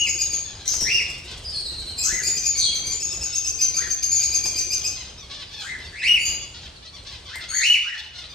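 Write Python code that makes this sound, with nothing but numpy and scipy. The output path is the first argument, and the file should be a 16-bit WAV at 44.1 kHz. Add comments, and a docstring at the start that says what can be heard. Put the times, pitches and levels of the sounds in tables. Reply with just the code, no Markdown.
"""A tin-roofed aviary, the stereo microphone among the perches, hard walls ringing over a low rumble.
It opens on an arched cockatiel whistle, passing wings and four sharp chips; finches bleat and peep
throughout. Screeches break in, feet tick on wood and a twitter steps down. From 2 s to 5 s one bird
keeps up a run of chips; then come more screeches and the loudest whistles, close by, at 6 s and 7.6 s.
Every voice is a vibrating membrane in the throat; the wings are air puffed through feathers."""
import sys
import numpy as np
from scipy import signal
from scipy.fft import rfft, irfft, next_fast_len
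from scipy.io import wavfile

SR = 44100
rng = np.random.default_rng(int(sys.argv[2]) if len(sys.argv) > 2 else 0)


def store_wav(level_fs):
    """Save 16-bit WAV to argv[1]."""
    pcm = np.round(np.clip(np.atleast_2d(level_fs), -1, 1) * 32767)
    wavfile.write(sys.argv[1], SR, pcm.T.astype(np.int16))


N = 367794
TOP_HZ = 15700  # upper limit of the sound


def undb(db):
    """Decibels to gain."""
    return 10 ** (np.asarray(db) / 20)


def unit(x):
    """Scale to rms 1."""
    return x / np.sqrt(np.mean(x ** 2) + 1e-18)


def read(points, hz):
    """Read (Hz, value) points on a log-frequency axis."""
    point_hz, value = np.transpose(points)
    return np.interp(np.log(np.maximum(hz, 1)), np.log(point_hz), value)


def colour(x, points):
    """Filter a sound by a curve of (Hz, dB) points."""
    n = next_fast_len(x.shape[-1], True)
    gain = undb(read(points, np.fft.rfftfreq(n, 1 / SR)))
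    return irfft(rfft(x, n) * gain, n)[..., :x.shape[-1]]


def wobble(n, hz):
    """A random drift of rms 1 that turns hz times a second."""
    steps = np.arange(n) * hz / SR
    knots = np.arange(int(steps[-1]) + 2)
    own_rng = np.random.default_rng(rng.integers(2 ** 30))
    return unit(np.interp(steps, knots, own_rng.standard_normal(len(knots))))


def progress(length_s):
    """A ramp from 0 to 1 over a note, called u below."""
    return np.linspace(0, 1, max(int(length_s * SR), 64))


def swell(u, edge):
    """Soft start and end, each taking the share edge of a note."""
    return np.sin(np.pi / 2 * np.clip(np.minimum(u, 1 - u) / edge, 0, 1))


def add(track, start_s, sound):
    """Mix a sound into a track, dropping what overhangs either end."""
    start = int(start_s * SR)
    first, last = max(start, 0), min(start + len(sound), N)
    if last > first:
        track[first:last] += sound[first - start:last - start]


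def syrinx(hz, partials_db):
    """The vibrating membrane in a bird's throat: harmonics of a moving pitch."""
    phase = 2 * np.pi * (np.cumsum(hz) / SR + rng.random())
    partials = (undb(db) * np.sin(k * phase) * (k * hz < TOP_HZ) for k, db in enumerate(partials_db, 1))
    return sum(partials) * np.sqrt(2)


def cockatiels(warble_hz=75, harsh_db=15, harsh_slope_db=4, near_db=-22, far_db=-32):
    """Whistles climb with a harsh warble, ring clear at the top and drop off. Returns near and far."""
    # cockatiel calls: start_s, length_s, top_hz, level_db
    whistles = [(-.1, .18, 2921, -22.5), (0.843, .17, 2850, -20.5), (2.043, 0.17, 2052, -28),
                (3.752, .12, 1910, -34), (5.608, .15, 2086, -32), (5.909, 0.17, 2660, -31),
                (6.013, 0.17, 2952, -16), (7.288, .11, 2076, -35.5), (7.497, 0.12, 2030, -28),
                (7.594, 0.17, 2982, -15.5), (7.824, 0.13, 1938, -34)]
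    # course of one whistle: share_of_length, share_of_top_pitch, level_db
    arch = [(0, .62, -26), (0.141, .67, -12), (0.283, .83, -9.5), (0.427, 0.97, -5.5), (.6, 0.97, -4.5),
            (0.801, 0.99, -6.5), (0.919, .86, -6.5), (1.001, .66, -10.5)]
    # harmonics of the clear tone, lowest first: level_db
    clear_db = [-1, -22.5, -30.5, -27]
    near, far = np.zeros(N), np.zeros(N)
    arch_at, arch_pitch, arch_db = np.transpose(arch)
    for start_s, length_s, top_hz, db in whistles:
        u = progress(length_s)
        distance = np.clip((near_db - db) / (near_db - far_db), 0, 1)  # faint calls: the far wall
        along = u ** (1 + .35 * distance)  # far calls peak later
        contour = np.interp(along, arch_at, arch_pitch) ** (.88 ** distance)  # and are flatter
        climb = np.clip(1 - 2 * along, 0, 1) ** .5  # 1 at the start, 0 from mid-arch on
        warble = .037 * (.25 + 2 * climb) * np.sin(2 * np.pi * warble_hz * u * length_s)
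        roughness = (.011 * (1 + 2 * climb) + .035 * distance) * wobble(len(u), 900)
        partials_db = [level + (harsh_db - harsh_slope_db * (k - 1)) * climb * (k > 0)
                       for k, level in enumerate(clear_db)]
        tone = syrinx(top_hz * contour * (1 + warble + roughness), partials_db)
        tone *= undb(db + np.interp(along, arch_at, arch_db)) * swell(u, edge=.03)
        add(near, start_s, tone * (1 - distance))
        add(far, start_s, tone * distance)
    return near, far


def wings(wingbeat_hz=15.5, uneven=.14, sharpness=2, flap_s=.029):
    """Every downstroke pushes a puff of air through the feathers."""
    # birds flying past the microphone: start_s, length_s, level_db
    flights = [(-.05, 0.51, -46.5), (0.661, 0.48, -45.5), (1.048, 1.03, -50.5), (2.022, 0.44, -46.5),
               (2.391, 0.88, -51.5), (3.454, 0.55, -51), (4.231, 0.61, -48.5), (5.599, 1, -59.5),
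               (6.896, .6, -62.5)]
    # single hard wingbeats: time_s, level_db
    flaps = [(0.814, -31), (0.843, -37), (2.126, -32), (2.27, -36), (3.885, -48), (4.46, -33.5),
             (4.557, -37), (4.654, -57)]
    # spectrum of air through feathers: frequency_hz, level_db
    feathers = [(20, -20), (40, 10), (90, 6.5), (200, -3), (420, -0.5), (900, -18), (2500, -20.5),
                (8000, -10), (14000, -22)]
    push = np.zeros(N)
    for start_s, length_s, db in flights:
        u = progress(length_s)
        beat_hz = wingbeat_hz * (1 + uneven * wobble(len(u), 11.04))
        strokes = np.exp(sharpness * np.cos(2 * np.pi * np.cumsum(beat_hz) / SR))
        add(push, start_s, unit(strokes * swell(u, edge=.22)) * undb(db))
    u = progress(flap_s)
    for time_s, db in flaps:
        add(push, time_s - .008, swell(u, edge=.22) * np.exp(-u) * undb(db))
    return push * unit(colour(rng.standard_normal(N), feathers))


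def chipping_bird(rise_s=.028, crack_s=.054, whistle_s=.0547, rise=.039, rasp=.065, sag=.015):
    """Each chip rises, cracks into a rasp as the voice changes register, and ends on a high whistle."""
    # the chips: crack_time_s, whistle_hz, level_db
    chips = [(-.02, 6590, -20.5), (.089, 6685, -21), (.21, 6620, -20), (.33, 6574, -22), (2.269, 6780, -20),
             (2.374, 6190, -25), (2.458, 6710, -18), (2.575, 6190, -20), (2.75, 6250, -25.5),
             (2.865, 6190, -25.5), (2.92, 7010, -25.5), (3.026, 6650, -24), (3.13, 6700, -29),
             (3.234, 6590, -25), (3.351, 6420, -21.5), (3.468, 6270, -22), (3.611, 6194, -16.5),
             (3.765, 6400, -20.5), (3.902, 6295, -20.5), (4.028, 6390, -19.5), (4.115, 6805, -18),
             (4.158, 6360, -19.5), (4.232, 6600, -20), (4.343, 6380, -19.5), (4.46, 6335, -23),
             (4.582, 6230, -21), (4.729, 6280, -22.5), (4.865, 6340, -26.5)]
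    # the lower register, in which every chip begins: time_s, pitch_hz, effort_db
    low_voice = [(0, 2526, -23.5), (.2, 2440, -20), (0.328, 2390, -26.5), (2.46, 2440, -22.5),
                 (2.578, 2266, -23.5), (2.89, 2288, -26), (3.02, 2597, -25), (3.47, 2623, -22.5),
                 (3.76, 2350, -22.5), (4.12, 2394, -45), (4.23, 2407, -19.5), (4.6, 2398, -19),
                 (4.87, 2480, -17.5)]
    # harmonics of the rising note, lowest first: level_db
    rising_db = [-2.5, 7.5, -2.5, -12, -7.5]
    # effort at which that note ends in an upward flick: onset_db, full_db
    flick_range_db = (-30, -22)
    out = np.zeros(N)
    voice_s, voice_hz, voice_db = np.transpose(low_voice)
    for time_s, whistle_hz, db in chips:
        low_hz = np.interp(time_s, voice_s, voice_hz)
        effort_db = np.interp(time_s, voice_s, voice_db)
        u = progress(rise_s)
        flick = .24 * np.interp(effort_db, flick_range_db, [0, 1]) * np.exp((u - 1) / .085)
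        pitch = low_hz * (1 + rise * (u - .5) + flick + .0098 * wobble(len(u), 830))
        low_note = syrinx(pitch, rising_db) * swell(u, edge=.1)
        add(out, time_s - rise_s + .003, low_note * undb(effort_db - 12.045 + 2.19 * u))

        u = progress(crack_s)
        pitch = low_hz * (1 + rasp * wobble(len(u), 1460))
        crack = syrinx(pitch, partials_db=[-9, 2.5, -25, -4.5, -7]) * swell(u, edge=.12)
        add(out, time_s - .004, crack * undb(db - 10 - 16 * u + 4.7 * wobble(len(u), 440)))

        u = progress(whistle_s)
        pitch = whistle_hz * (1 + sag * (.5 - u) + .014 * wobble(len(u), 766))
        whistle = syrinx(pitch, partials_db=[0, -23]) * swell(u, edge=.12)
        add(out, time_s, whistle * undb(db + 8 * (.5 - u)))
    return out


def rumble(flicker_db=1.9):
    """Low background of the building; only its bass is alike on both sides."""
    # room tone: frequency_hz, level_db
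    spectrum = [(20, -18), (45, -0.5), (70, 3.5), (120, -4.5), (240, -14.5), (450, -15), (1000, -20.5),
                (2000, -25), (4000, -20.5), (8000, -33), (11000, -32), (16000, -82)]
    # its slow rise and fall: time_s, level_db
    levels = [(0, -47), (1.2, -46), (3.3, -46.5), (4.6, -45), (5.1, -48.5), (5.45, -48), (5.8, -47),
              (6.3, -46), (6.7, -50), (7.4, -48), (7.85, -56), (8.34, -49)]
    mid, side = (unit(colour(rng.standard_normal(N), spectrum)) * undb(flicker_db * wobble(N, 9))
                 for _ in range(2))
    side = colour(side, [(60, -29), (250, -9.5), (800, -3)])
    level_db = np.interp(np.arange(N) / SR, *np.transpose(levels))
    return np.array([mid + side, mid - side]) * undb(level_db)


def bleat(length_s, hz, fall, rough, waver=.02754, arch=.0796, flutter_db=3, harmonics=16):
    """A low buzzy arched note through a finch's small throat, which favours the high harmonics."""
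    # resonance of the throat: frequency_hz, gain_db
    throat = [(500, -27), (1400, -16), (2200, -15.5), (3300, -7), (4400, -9), (5400, -13), (7000, -29),
              (10000, -33)]
    u = progress(length_s)
    unsteady = rough * wobble(len(u), 728.5) + waver * wobble(len(u), 59.82)
    pitch = hz * (1 + fall * (.5 - u)) * (1 + arch * (np.sin(np.pi * u) - .7) + unsteady)
    tone = syrinx(pitch, read(throat, np.arange(1, harmonics + 1) * pitch.mean()))
    return unit(tone * undb(flutter_db * wobble(len(u), 113))) * swell(u, edge=.2)


def finches(flock_db=-52, peep_db=-53.5, spread_db=3, turns=72):
    """Finches bleat near the microphone; further off the flock gives one bleat and one peep a turn."""
    # the nearer nasal bleats: start_s, length_s, pitch_hz, level_db
    near_bleats = [(0.569, 0.15, 800, -51), (1.258, 0.097, 514, -45.5), (4.952, .099, 990, -47.5),
                   (5.284, .16, 557.4, -44.5), (5.504, 0.14, 859, -43), (6.533, 0.072, 469, -48),
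                   (7.04, 0.14, 532, -48), (7.257, 0.11, 504, -47), (7.401, .043, 683, -41),
                   (7.972, 0.033, 855, -39), (8.123, 0.14, 689, -46)]
    out = np.zeros(N)
    for start_s, length_s, hz, db in near_bleats:
        add(out, start_s, bleat(length_s, hz, fall=.09, rough=.0325) * undb(db))
    turn_s = N / SR / turns
    for turn, (bleat_at, size, height, fall, loudness, peep_at) in enumerate(rng.random((turns, 6))):
        gain = undb(spread_db * loudness)
        far_bleat = bleat(.04 + .06 * size, 500 + 700 * height, fall=.3054 * fall, rough=.015)
        add(out, (turn + bleat_at) * turn_s, far_bleat * gain * undb(flock_db))
        u = progress(.022 + .0271 * fall)
        peep_hz = (2800 + 2600 * size) * (1 + .5 * (height - .6) * u ** 2)
        peep = syrinx(peep_hz, partials_db=[0, -20]) * swell(u, edge=.32)
        add(out, (turn + peep_at) * turn_s, peep * gain * undb(peep_db))
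    return out


def strained(notes, glide, partials_db, rasp_hz=1400, flutter_db=3):
    """Notes of a tight throat: the pitch glides and shakes irregularly, and the level flutters."""
    out = np.zeros(N)
    for start_s, length_s, hz, db, rasp in notes:
        u = progress(length_s)
        pitch = hz * (1 + glide * (u - .5)) * (1 + rasp * wobble(len(u), rasp_hz))
        tone = syrinx(pitch, partials_db) * undb(flutter_db * wobble(len(u), 278))
        add(out, start_s, unit(tone) * swell(u, edge=.19) * undb(db))
    return out


def creaks():
    """A tight throat draws out a rising note with many harmonics."""
    # creaking calls: start_s, length_s, pitch_hz, level_db, rasp_share_of_pitch
    notes = [(.652, 0.031, 2070, -33, 0.049), (1.974, 0.1, 2530, -27.5, 0.028),
             (2.225, 0.056, 2380, -27, 0.036), (5.595, 0.086, 2290, -44.5, 0.11),
             (6.186, .09, 2344, -31, 0.014), (7.484, 0.1, 2228, -31.5, 0.021)]
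    return strained(notes, glide=.0575, partials_db=[-8, 4, 4.5, -2.5, -6, -12])


def screeches():
    """A tight throat in its high register gives one rough, sagging band."""
    # screeching calls: start_s, length_s, pitch_hz, level_db, rasp_share_of_pitch
    notes = [(.678, 0.004, 6090, -14, 0.043), (.685, 0.092, 6210, -31, 0.055),
             (.689, 0.057, 5100, -31, 0.055), (.793, 0.071, 5570, -25.5, 0.037),
             (.901, 0.086, 5320, -27, 0.057), (2.03, .065, 6360, -24, 0.075),
             (2.121, 0.087, 6520, -32.5, 0.023), (2.59, 0.084, 4316, -23.5, 0.063),
             (2.653, 0.047, 3284, -28.5, 0.015), (6.25, 0.0384, 6725, -25.5, 0.019),
             (6.254, 0.036, 4800, -31, 0.024), (6.528, .014, 4300, -54, 0.012),
             (7.54, 0.053, 6690, -25.5, .032), (7.604, 0.052, 4380, -31, 0.074)]
    return strained(notes, glide=-.025, partials_db=[0, -15])


def perch_taps(scratch_s=.018, decay_s=.001555):
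    """The brief scratch of a claw or beak rings the wooden perch."""
    # feet and beaks on wood: start_s, level_db
    taps = [(0.74, -28.5), (.812, -31), (1.102, -37.5), (4.458, -29.5), (7.357, -35.5)]
    # resonances of the perch: centre_hz, width_hz, gain_db
    modes = [(480, 160, -14), (874, 570, 9), (1850, 150, -34), (4500, 11000, 8), (8900, 4000, 7)]
    blows = np.zeros(N)
    decay = np.exp(-progress(scratch_s) * scratch_s / decay_s)
    for start_s, db in taps:
        add(blows, start_s, rng.standard_normal(len(decay)) * decay * undb(db))
    return sum(undb(db) * signal.lfilter(*signal.iirpeak(hz, hz / width_hz, fs=SR), blows)
               for hz, width_hz, db in modes)


def twitter(bend=.072, rough=.0288):
    """A finch's thin notes each dip in the middle; the phrase steps down and levels off."""
    # notes of the phrase: start_s, length_s, pitch_hz, level_db
    notes = [(1.441, 0.078, 5020, -33), (1.529, 0.082, 4464, -31.5), (1.642, 0.063, 4204, -33),
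             (1.759, 0.059, 4230, -35), (1.863, 0.047, 4230, -34), (1.961, 0.073, 4295, -35.5)]
    out = np.zeros(N)
    for start_s, length_s, hz, db in notes:
        u = progress(length_s)
        pitch = hz * (1 + bend * (.5 - np.sin(np.pi * u)) + rough * wobble(len(u), 506))
        add(out, start_s, syrinx(pitch, partials_db=[0, -13, -26]) * swell(u, edge=.2) * undb(db))
    return out


def aviary(x, tail_db, left_db, early_db, width, early_decay_s, reflections=14):
    """Direct sound, a few hard reflections off roof and walls, then a dense tail."""
    # time the shed takes to die away by 60 dB: frequency_hz, t60_s
    ring_times = [(200, 0.61), (1500, 0.72), (3000, 0.73), (6500, 0.58), (12000, 0.43)]
    t = np.arange(SR) / SR
    centres_hz = np.array(ring_times)[:, 0]
    noise = rfft(rng.standard_normal((2, SR)))  # one second long, so bins are 1 Hz apart
    tail = 0
    for share, (_, t60_s) in zip(np.eye(len(centres_hz)), ring_times):
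        band = read(np.c_[centres_hz, share], np.arange(noise.shape[1]))
        tail = tail + irfft(noise * band, SR) * np.exp(-np.log(1000) * t / t60_s)
    tail *= np.clip(t / .0077, 0, 1)
    early = np.zeros((2, SR))
    for channel in early:
        lag_s = rng.uniform(.003, .06, reflections)
        polarity = rng.choice([-1, 1], reflections)
        channel[(lag_s * SR).astype(int)] = polarity * np.exp(-lag_s / early_decay_s)
    mid, side = (unit(tail) * undb(tail_db) + unit(early) * undb(early_db)) / np.sqrt(SR)
    response = np.array([mid + width * side, mid - width * side])
    response[:, 0] += 1  # the direct sound
    response /= np.sqrt(np.sum(response ** 2) / 2)
    balance = undb(np.array([[left_db], [-left_db]]) / 2)
    return signal.fftconvolve(x[None], response, axes=1)[:, :N] * balance


def scene():
    """Each group calls from its own perch into the same shed; the far ones are mostly reflections."""
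    near_whistles, far_whistles = cockatiels()
    whistles = aviary(near_whistles,
                      tail_db=-2.5, left_db=1, early_db=-.5, width=.52, early_decay_s=.014)
    chips = aviary(chipping_bird(), tail_db=-.5, left_db=2, early_db=-5, width=.58, early_decay_s=.014)
    calls = aviary(creaks() + screeches() + twitter(),
                   tail_db=1.5, left_db=1.5, early_db=-5, width=.75, early_decay_s=.052)
    flock = aviary(finches() + far_whistles,
                   tail_db=6, left_db=1.5, early_db=9.5, width=.54, early_decay_s=.0083)
    movement = aviary(wings() + perch_taps(),
                      tail_db=-5, left_db=.5, early_db=-1.5, width=.23, early_decay_s=.03)
    return (whistles * undb(7) + chips * undb(-1.5) + calls * undb(3.5)
            + flock * undb(7.5) + movement * undb(3.5) + rumble() * undb(2.5))


def record(dry):
    """Sound reaches the left port just before the right; the treble is notched and the top is dull."""
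    # imbalance of the two ports: frequency_hz, left_minus_right_db
    port_balance = [(300, -.5), (2500, -0.5), (4800, -1), (6400, 4), (8000, -1.3), (9500, -0.9)]
    # treble colour, a deep notch near 10 kHz and a dull top above 13 kHz: frequency_hz, gain_db
    treble_colour = [(1000, -0.5), (9300, 1), (10300, -22.5), (12000, -2), (13200, -9), (14200, -21)]
    port_lag_s = 2.2e-5
    n = next_fast_len(N, True)
    hz = np.fft.rfftfreq(n, 1 / SR)
    left = undb(read(port_balance, hz) / 2) * np.exp(1j * np.pi * hz * port_lag_s)
    response = np.array([left, 1 / left]) * undb(read(treble_colour, hz))
    ports = irfft(rfft(dry, n) * response, n)[:, :N]
    top_cut = signal.ellip(8, .2, 70, TOP_HZ, fs=SR, output="sos")
    return signal.sosfilt(top_cut, ports)


dry = scene()
out = record(dry)
store_wav(out)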